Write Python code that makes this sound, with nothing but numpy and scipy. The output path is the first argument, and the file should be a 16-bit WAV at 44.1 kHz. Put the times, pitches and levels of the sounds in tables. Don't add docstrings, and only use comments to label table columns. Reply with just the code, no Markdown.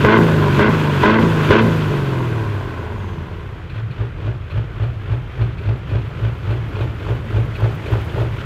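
import sys
import numpy as np
from scipy import signal
from scipy.io import wavfile
from scipy.ndimage import uniform_filter1d

SR = 44100
rng = np.random.default_rng(int(sys.argv[2]) if len(sys.argv) > 2 else 0)


def dump(signal):
    limited = np.clip(np.atleast_2d(signal).T, -1, 1)
    pcm = np.round(limited * 32767).astype(np.int16)
    wavfile.write(sys.argv[1], SR, pcm)


def volts_from_db(level):
    exponent = np.asarray(level, float) / 20
    return 10 ** exponent


N = 372644
T = np.arange(N) / SR

# pedal_down_s, fuel_cut_s, speed_falls_s
PEDAL_STABS = [
    (.045, .165, .21),
    (.596, .678, .685),
    (1.034, 1.185, 1.235),
    (1.506, 1.605, 1.662),
]
# sharpness_0_to_1, pull_db, bark_db, knock_db, coast_after_db
STAB_EFFORT = [
    (0.93, 0, 0, -1.0, 1.5),
    (1, -2, -0.5, -2.5, -0.5),
    (0.99, 0, 2, -1.5, -0.5),
    (0.73, 1, 1.5, 1.5, -2.5),
]
# since_fall_s, order_3_db, order_4_db, other_orders_db, bark_db
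COAST_DOWN = [
    (0, -14.5, -17.5, -15, -20.5),
    (.07, -17.5, -33, -18.5, -22.5),
    (.3, -18, -28, -21.5, -23),
    (.8, -19, -27, -26.5, -27.5),
    (1.05, -27, -29.5, -31.5, -29),
    (1.4, -39, -26, -26, -32.5),
    (1.7, -55, -37, -21, -36.5),
    (1.95, -42, -51, -41, -40.5),
]
# time_s, peak_db
FIRST_BLOWS = [
    (0.049, 5.5),
    (0.594, 1.5),
    (1.037, 2),
    (1.509, 6),
]
# time_s, boom_db, bark_db, boom_in_lull_after_db
IDLE_SURGES = [(3.58, -45, -33, -31), (3.79, -41, -41, -33), (4.016, -13, -33.5, -46),
               (4.273, -12, -34.5, -39), (4.579, -12.5, -35, -36), (4.834, -14, -35.5, -31),
               (5.129, -13.5, -35.5, -37), (5.423, -10.5, -34, -34), (5.696, -9.5, -34, -41),
               (5.958, -10, -32.5, -34), (6.254, -11.5, -34.5, -33), (6.511, -14.5, -31.5, -28.5),
               (6.813, -15, -30, -38), (7.099, -12.5, -28.5, -33), (7.378, -10, -28.5, -28),
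               (7.649, -9.5, -27, -52), (7.938, -8.5, -26.5, -33), (8.213, -15, -25, -26),
               (8.419, -27, -37.5, -30)]
# share_0_to_1, boom_0_to_1, bark_0_to_1, knock_0_to_1, crank_turns_per_s
SURGE_COURSE = [
    (0, 0.85, 1, 0.8, 14.6),
    (.1, 0.69, 0.92, 0.53, 15.8),
    (.22, 0.57, 0.045, 0.34, 15),
    (.45, 0.16, 0.018, 0.09, 12.8),
    (.65, .02, 0.0091, 0.38, 11.8),
    (.82, .4, 0.64, .65, 12.2),
    (.93, 0.79, .85, 0.69, 13.5),
    (1, 0.96, 1, 1, 14.6),
]
# multiple_of_crank_speed, level_db
ENGINE_ORDERS = [(0.5, -44), (1, -18), (1.5, -5), (2, -1.5), (2.5, -4.5), (3, 0), (3.5, -22), (4, -10),
                 (4.5, -13.5), (5, -15.5), (5.5, -32), (6, -14), (6.5, -26), (7, -13.5), (7.5, -32.5),
                 (8, -18), (8.5, -22), (9, -12), (9.5, -30.5), (10, -20.5), (11, -27), (12, -25.5)]
CYLINDER_STRENGTH = [0, -9, -5, -10, -1, -8, -6, -10]
# pitch_hz, level_db
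PIPE_RESPONSE = [(20, -27), (40, -43), (70, -13.5), (110, -5), (160, -6.5), (190, -2), (240, 0), (500, -4)]
# pitch_hz, width_hz, level_db
HOT_STACK = [(312, 72, 7), (403, 132, 6), (570, 420, -4.5), (1022, 140, -0.5), (1500, 144, -2.5),
             (2090, 210, -10)]
# pitch_hz, width_hz, level_db
COASTING_STACK = [(331, 18.5, 4.5), (420.7, 29.5, 0.5), (620, 240, -10.5), (1050, 200, -10.5),
                  (1453, 17, -16), (1960, 230, -27), (215, 155, -12)]
# pitch_hz, width_hz, level_db
IDLING_STACK = [(320, 25.5, 10.5), (411, 42.8, 7.5), (598, 95, 1), (862, 100, -2), (1200, 170, -13.5)]
# pitch_hz, width_hz, level_db
ENGINE_BLOCK = [(1007, 172, 2), (1460, 347, 4), (2066, 450, -1), (2436, 484, 0), (3420, 680, -7.5),
                (4204, 510, -14.5)]
# time_s, peak_db
LONE_KNOCKS = [(3.6942, -28), (3.7506, -29), (3.905, -27), (4.172, -41), (4.5019, -27), (4.828, -27),
               (5.1135, -31), (5.4128, -26), (5.5786, -27), (5.6518, -32), (5.7042, -49), (5.8967, -27.5),
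               (6.007, -37), (6.5026, -24), (6.7498, -28), (6.806, -23), (6.9927, -30), (7.5485, -22),
               (7.8586, -23), (7.976, -64), (8.1414, -39), (8.426, -42)]
# pitch_hz, level_db_per_hz
AIR_RUSH = [(2350, -9.5), (4000, 0.5), (5340, -8.5), (6160, -6.5), (9930, -16.5), (10700, -8), (13700, -21),
            (15600, -9)]
# offset_s, level_db
VALVE_SPITS = [
    (0.001, -0.5),
    (.045, 2.5),
    (.102, -5.5),
]
# time_s, pitch_hz, level_db
TURBINE_WHISTLES = [
    [(2.05, 11000, -90), (2.3, 9300, -68), (2.55, 8500, -74), (2.75, 7500, -72), (3.1, 6280, -63),
     (3.3, 5750, -78), (3.5, 5270, -98)],
    [(1.95, 7350, -100), (2.2, 6500, -69), (2.4, 5870, -62), (2.65, 5400, -96.5)],
]
# delay_s, level_db
RETURNS = [
    (.0019, -6.5),
    (0.047, -7.5),
    (.093, -26),
    (0.161, -17),
]
# time_s, gain_db
WALK = [
    (4.15, 0.5),
    (5.67, 2),
    (6.6, 4.5),
    (7.45, 5.5),
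    (8.06, 7.5),
    (8.45, 5.5),
]
# pitch_hz, level_db_per_hz
CAR_PARK = [(76, -6), (130, -2), (157, -20), (240, -19), (337, -15.5), (700, -29.5), (1360, -26.5),
            (3250, -37)]
# pitch_hz, level_db_per_hz
BASS_RUMBLE = [(30, -12), (36, 3.5), (50, -6.5), (90, 5), (130, -13.5)]
# start_s, end_s, pitch_hz, level_db
HUMS = [
    (0, 5.3, 48, -37),
    (4.8, 8.45, 74, -35),
    (7.24, 7.4, 228, -33),
    (3.72, 3.9, 108, -21),
]

SPIN_LEAD_S = 0.022
BARK_HIT_S, BARK_EDGE_S = 0.005, 0.015


def crank_speed():
    start_hz, governed_hz, stall_hz = 47.5, 56.84, 12.3
    spin_up_s, drag_per_s, friction_hz = 0.065, 0.285, 45.53
    speed = (start_hz + friction_hz) * np.exp(-drag_per_s * T) - friction_hz
    for down, cut, lift in PEDAL_STABS:
        i = int(max(down - SPIN_LEAD_S, 0) * SR)
        k = int(lift * SR)
        speed[i:] = governed_hz + (speed[i] - governed_hz) * np.exp(-(T[i:] - T[i]) / spin_up_s)
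        speed[k:] = (speed[k] + friction_hz) * np.exp(-drag_per_s * (T[k:] - T[k])) - friction_hz
    return np.maximum(speed, stall_hz)


def pedal():
    fuel_third_db, fuel_fourth_db, fuel_other_db = -30, -16.5, -20.5
    fuel_bark_db, bark_sag_db_per_s = -12, 22
    coast_knock_db, knock_fall_db_per_s = -27, 9.5
    fuel_knock_db, knock_sag_db_per_s = -19.5, 35
    coast_rush_db, rush_fall_db_per_s, rush_choke_db = -41.5, 11.5, -9
    earlier_lift_s = -0.33
    fourth_rise_s, third_return_s = 0.06, 0.04
    choke_lag_s, choke_edge_s = 0.022, 0.012
    down, cut, lift = np.transpose(PEDAL_STABS)
    sharp, pull_db, rasp_db, hard_db, after_db = np.transpose(STAB_EFFORT)

    last = np.searchsorted(down + choke_lag_s, T)
    since = np.maximum(T - np.r_[earlier_lift_s, lift][last], 0)
    fall_db = np.r_[after_db[0], after_db][last]
    coming = np.minimum(np.searchsorted(lift + fourth_rise_s, T), len(down) - 1)
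    held = np.maximum(T - down[coming], 0)

    coast_s, *levels = np.transpose(COAST_DOWN)
    third, fourth, other, bark_db = (np.interp(since, coast_s, level) + fall_db for level in levels)

    burning = sum(gate(a - BARK_HIT_S, 9, BARK_HIT_S) * gate(-1, b, 2 * BARK_EDGE_S)
                  for a, b in zip(down, cut))
    third_back = np.maximum(lift, cut + third_return_s) - third_return_s
    pulling = sum(gate(a - SPIN_LEAD_S, b, third_return_s) for a, b in zip(down, third_back))
    singing = sum(gate(a - BARK_EDGE_S, b - third_return_s / 2, fourth_rise_s)
                  for a, b in zip(down, lift))
    choked = sum(gate(a + choke_lag_s, b, choke_edge_s) for a, b in zip(down, cut))
    pilot_db = 5 * sum(np.clip((T - a) / 0.15 + 1, 0, 1) * (T < a + choke_lag_s) for a in down)
    jolt_db = 14 * 0.77 * sum(np.exp(-((T - a) / 0.019) ** 2) for a in down)
    flutter_db = 2.0 * np.exp(-since / 0.62)

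    third_db = third + pulling * (fuel_third_db - third) + 0.6 * drift(11)
    fourth_db = fourth + singing * (fuel_fourth_db + pull_db[coming] - fourth) + 0.6 * drift(5.5)
    other_db = other + choked * (fuel_other_db - other) + jolt_db
    fuelled_bark = fuel_bark_db + rasp_db[coming] - bark_sag_db_per_s * held
    bark_db = bark_db + burning * (fuelled_bark - bark_db) + flutter_db * drift(7)
    knock = coast_knock_db + fall_db - knock_fall_db_per_s * since + pilot_db
    fuelled_knock = fuel_knock_db + hard_db[coming] - knock_sag_db_per_s * held
    knock_db = knock + burning * (fuelled_knock - knock) + flutter_db * drift(25)
    rush_db = coast_rush_db + 0.57 * fall_db - rush_fall_db_per_s * since
    rush_db = rush_db + 0.85 * pilot_db + rush_choke_db * choked
    return third_db, fourth_db, other_db, bark_db, knock_db, rush_db


def surges():
    start, top_db, bark_db, lull_db = np.transpose(np.array(IDLE_SURGES, float))
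    number = np.arange(len(start))
    count = np.interp(T, start, number, right=len(start) - 0.9)
    share, *courses = np.transpose(SURGE_COURSE)
    boom, bark_rise, knock, speed = (np.interp(count % 1, share, course) for course in courses)
    top = np.interp(T, start, top_db)
    lull = np.interp(count - 0.55, number, lull_db)
    boom_db = lull + (top - lull) * boom
    idle_bark_db = np.interp(T, start, bark_db) - 16 * (1 - bark_rise)
    idle_knock_db = -36.5 - 14.9 * (1 - knock)
    return boom_db, idle_bark_db, idle_knock_db, knock, speed


def firings(turns, spread_db, jitter_s):
    at = np.flatnonzero(np.diff(np.floor(4 * turns)))
    chance = rng.standard_normal((len(at), 2))
    late = np.clip(at + (jitter_s * SR * chance[:, 0]).astype(int), 0, N - 1)
    cylinder_db = np.array(CYLINDER_STRENGTH)[np.arange(len(at)) % 8]
    clicks = np.zeros(N) + 1e-18
    clicks[late] = volts_from_db(cylinder_db + spread_db * chance[:, 1])
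    return clicks


def exhaust_tones(turns, speed, third_db, fourth_db, other_db):
    out = volts_from_db(third_db) * np.sin(6 * np.pi * turns) + volts_from_db(fourth_db) * np.sin(8 * np.pi * turns)
    for order, db in ENGINE_ORDERS:
        if order not in (3, 4):
            pipe_db = at_hz(PIPE_RESPONSE, order * speed)
            gain = volts_from_db(other_db + db + 2.5 + pipe_db + 2.2 * drift(13.0))
            out += gain * np.sin(2 * np.pi * (order * turns + rng.random()))
    return np.sqrt(2) * out


def bark(clicks, fuel, hot, cool, rough):
    flow = puffs(clicks, 0.00092, 1.0)
    blows = even(resonate(clicks + rough * flow * np.std(clicks), hot), 0.04)
    breath = even(resonate(flow, cool), 0.021)
    return np.sqrt(fuel) * blows + np.sqrt(1 - fuel) * breath


def pops():
    start, peak_db = np.transpose(FIRST_BLOWS)
    clicks = np.zeros(N) + 1e-18
    clicks[[round(s * SR) for s in start]] = volts_from_db(peak_db)
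    blow = resonate(clicks, [(376, 170, -3.0), (1040, 420, -21), (114, 150, 0.0)])
    return volts_from_db(-1.5) * blow * volts_from_db(np.max(peak_db)) / np.max(np.abs(blow))


def boom(clicks, turns):
    ring = even(resonate(resonate(clicks, [(111, 9, 0)]), [(112, 40, 0)]), 0.0388)
    thud = volts_from_db(-5.5) * np.sin(8 * np.pi * turns)
    upper = volts_from_db(-18.5) * even(resonate(clicks, [(173.0, 75, 0)]), 0.014)
    return ring + thud + upper


def block_knock(clicks):
    return even(resonate(puffs(clicks, 0.005, 0.9), ENGINE_BLOCK), 0.08)


def raps():
    start, peak_db = np.transpose(LONE_KNOCKS)
    clicks = np.zeros(N) + 1e-18
    clicks[[round(s * SR) for s in start]] = volts_from_db(peak_db - 14.5)
    ring = rms_one(resonate(rng.standard_normal(N), [(2440, 190, 5.5), (4220, 480, -9.5)]))
    return flares(clicks, 0.0076) * ring


def air_rush(rush_db):
    return (volts_from_db(-75) + volts_from_db(rush_db)) * coloured(AIR_RUSH, patchy_db=0.9)


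def ticks(near_db):
    cam_start_s, cam_turn_s = 3.7561, 0.1518
    turn = np.arange(cam_start_s, N / SR - cam_turn_s / 2, cam_turn_s)[:, None]
    offset, db = np.transpose(VALVE_SPITS)
    chance = rng.standard_normal((2, len(turn), len(offset)))
    at = np.minimum(((turn + offset + 0.004 * chance[0]) * SR).astype(int), N - 1)
    clicks = np.zeros(N) + 1e-18
    clicks[at] = volts_from_db(-79 + db + 2.8 * near_db[at] + 1.2 * chance[1])
    air = rms_one(resonate(rng.standard_normal(N), [(8000, 3000, -2), (12600, 6000, 15)]))
    return flares(clicks, 0.008) * air


def whistle(rows):
    hz, db = in_time(rows)
    turns = np.cumsum(hz * (1 + 0.0049 * drift(40))) / SR
    return volts_from_db(db + 1.5 * drift(30)) * np.sin(2 * np.pi * turns)


def echoes(x):
    dull = signal.lfilter([0.3], [1, -0.7], x)
    return x + sum(volts_from_db(db) * np.pad(dull, (int(s * SR), 0))[:N] for s, db in RETURNS)


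def drone(on, off, hz, db):
    turns = np.cumsum(hz * (1 + 0.0152 * drift(3.5))) / SR
    return volts_from_db(db + 0.73 * drift(8.3)) * gate(on, off, 0.019) * np.sin(2 * np.pi * turns)


def car_park(near_db, flow_gain):
    yard = volts_from_db(-33.5 + near_db) * coloured(CAR_PARK, patchy_db=-2.0)
    hums = sum(drone(*row) for row in HUMS)
    rumble = (volts_from_db(-33) + flow_gain) * coloured(BASS_RUMBLE, patchy_db=3.0)
    return yard + hums + rumble


def puffs(clicks, decay_s, steady):
    return rng.standard_normal(N) * (even(flares(clicks, decay_s), 0.024) + steady)


def flares(clicks, decay_s):
    r = np.exp(-1 / (decay_s * SR))
    return signal.lfilter([np.e * (1 - r)], [1, -2 * r, r * r], clicks)


def resonate(x, modes):
    out = 0
    for k, (hz, width, db) in enumerate(modes):
        r = np.exp(-np.pi * width / SR)
        b = (1 - r * r) / 2 * np.array([1, 0, -1])
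        a = [1, -2 * r * np.cos(2 * np.pi * hz / SR), r * r]
        out = out + (-1) ** k * volts_from_db(db) * signal.lfilter(b, a, x)
    return out


def coloured(spectrum, patchy_db):
    white, out = rng.standard_normal((2, N)), 0
    edges = np.geomspace(spectrum[0][0], spectrum[-1][0], 11)
    for k, (low, high) in enumerate(zip(edges, edges[1:])):
        sos = signal.butter(2, [low, high], "band", fs=SR, output="sos")
        band_db = at_hz(spectrum, np.sqrt(low * high)) + patchy_db * drift(23.0)
        out = out + volts_from_db(band_db) * signal.sosfilt(sos, white[k % 2])
    return rms_one(out)


def dulled(x, top_hz):
    return signal.sosfilt(signal.butter(4, top_hz, fs=SR, output="sos"), x)


def drift(rate):
    r = np.exp(-80 * np.pi * rate / SR)
    slow = signal.lfilter([1], [1, -2 * r, r * r], rng.standard_normal(N // 40 + 2002))[2000:]
    return np.interp(np.arange(N) / 40, np.arange(len(slow)), rms_one(slow))


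def gate(on, off, soft):
    return np.clip((T - on) / soft, 0, 1) * np.clip((off - T) / soft + 1, 0, 1)


def even(x, span):
    return x / np.sqrt(uniform_filter1d(x ** 2, int(span * SR)) + 1e-12)


def rms_one(x):
    return x / np.sqrt(np.mean(x ** 2) + 1e-20)


def in_time(rows):
    s, *columns = np.transpose(rows)
    return [np.interp(T, s, column) for column in columns]


def at_hz(points, hz):
    table_hz, db = np.transpose(points)
    return np.interp(np.log(hz), np.log(table_hz), db)


def scene():
    third_db, fourth_db, other_db, bark_db, knock_db, rush_db = pedal()
    boom_db, idle_bark_db, idle_knock_db, surge, idle_speed = surges()
    near_db = in_time(WALK)[0]
    idle = gate(3.64, 9, 0.1)
    rev_speed = crank_speed()
    speed = rev_speed + idle * (idle_speed - rev_speed)
    turns = np.cumsum(speed) / SR
    fuel = sum(np.clip(effort[0], 0, 1) * gate(down - BARK_HIT_S, cut, BARK_EDGE_S)
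               for (down, cut, lift), effort in zip(PEDAL_STABS, STAB_EFFORT))

    tones = exhaust_tones(turns, speed, third_db, fourth_db, other_db)
    tones += fuel * volts_from_db(bark_db - 10) * np.sin(2 * np.pi * 8 * turns)
    fast = firings(turns, spread_db=3.5, jitter_s=0.0001)
    slow = firings(turns, spread_db=2, jitter_s=0.0006)
    load, idle_load = 0.35 + 0.6 * fuel, 0.7 * surge ** 2
    revving = volts_from_db(bark_db - 2.0) * bark(fast, load, HOT_STACK, COASTING_STACK, rough=0.32)
    idling = bark(slow, idle_load, IDLING_STACK, IDLING_STACK, rough=0.6)
    idling *= volts_from_db(idle_bark_db - 1.5)
    rev_sound = tones + echoes(revving + pops())
    idle_sound = volts_from_db(boom_db) * boom(slow, turns) + echoes(idling)
    truck = (1 - idle) * rev_sound + idle * idle_sound

    near_knock_db = idle_knock_db + 0.76 * near_db
    knock = block_knock(slow) * volts_from_db(knock_db + idle * (near_knock_db - knock_db))
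    idle_rush_db = -72 + 2.1 * near_db + 6.7 * surge
    rush = air_rush(rush_db + idle * (idle_rush_db - rush_db)) + ticks(near_db)
    whistles = sum(map(whistle, TURBINE_WHISTLES))
    background = car_park(near_db, (1 - idle) * volts_from_db(other_db - 36))
    engine = dulled(truck, 3300) + dulled(knock, 6400) + raps() + rush + whistles
    return (engine + background)[None]


def roll_off(x):
    return signal.sosfilt(signal.butter(12, 15700, fs=SR, output="sos"), x)


def record(dry):
    thin = signal.sosfilt(signal.butter(2, 30, "high", fs=SR, output="sos"), dry)
    rounded = thin / (1 + (thin / 1.1) ** 4) ** 0.25
    return roll_off(np.clip(rounded, -1, 1))


dry = scene()
out = record(dry)
dump(out)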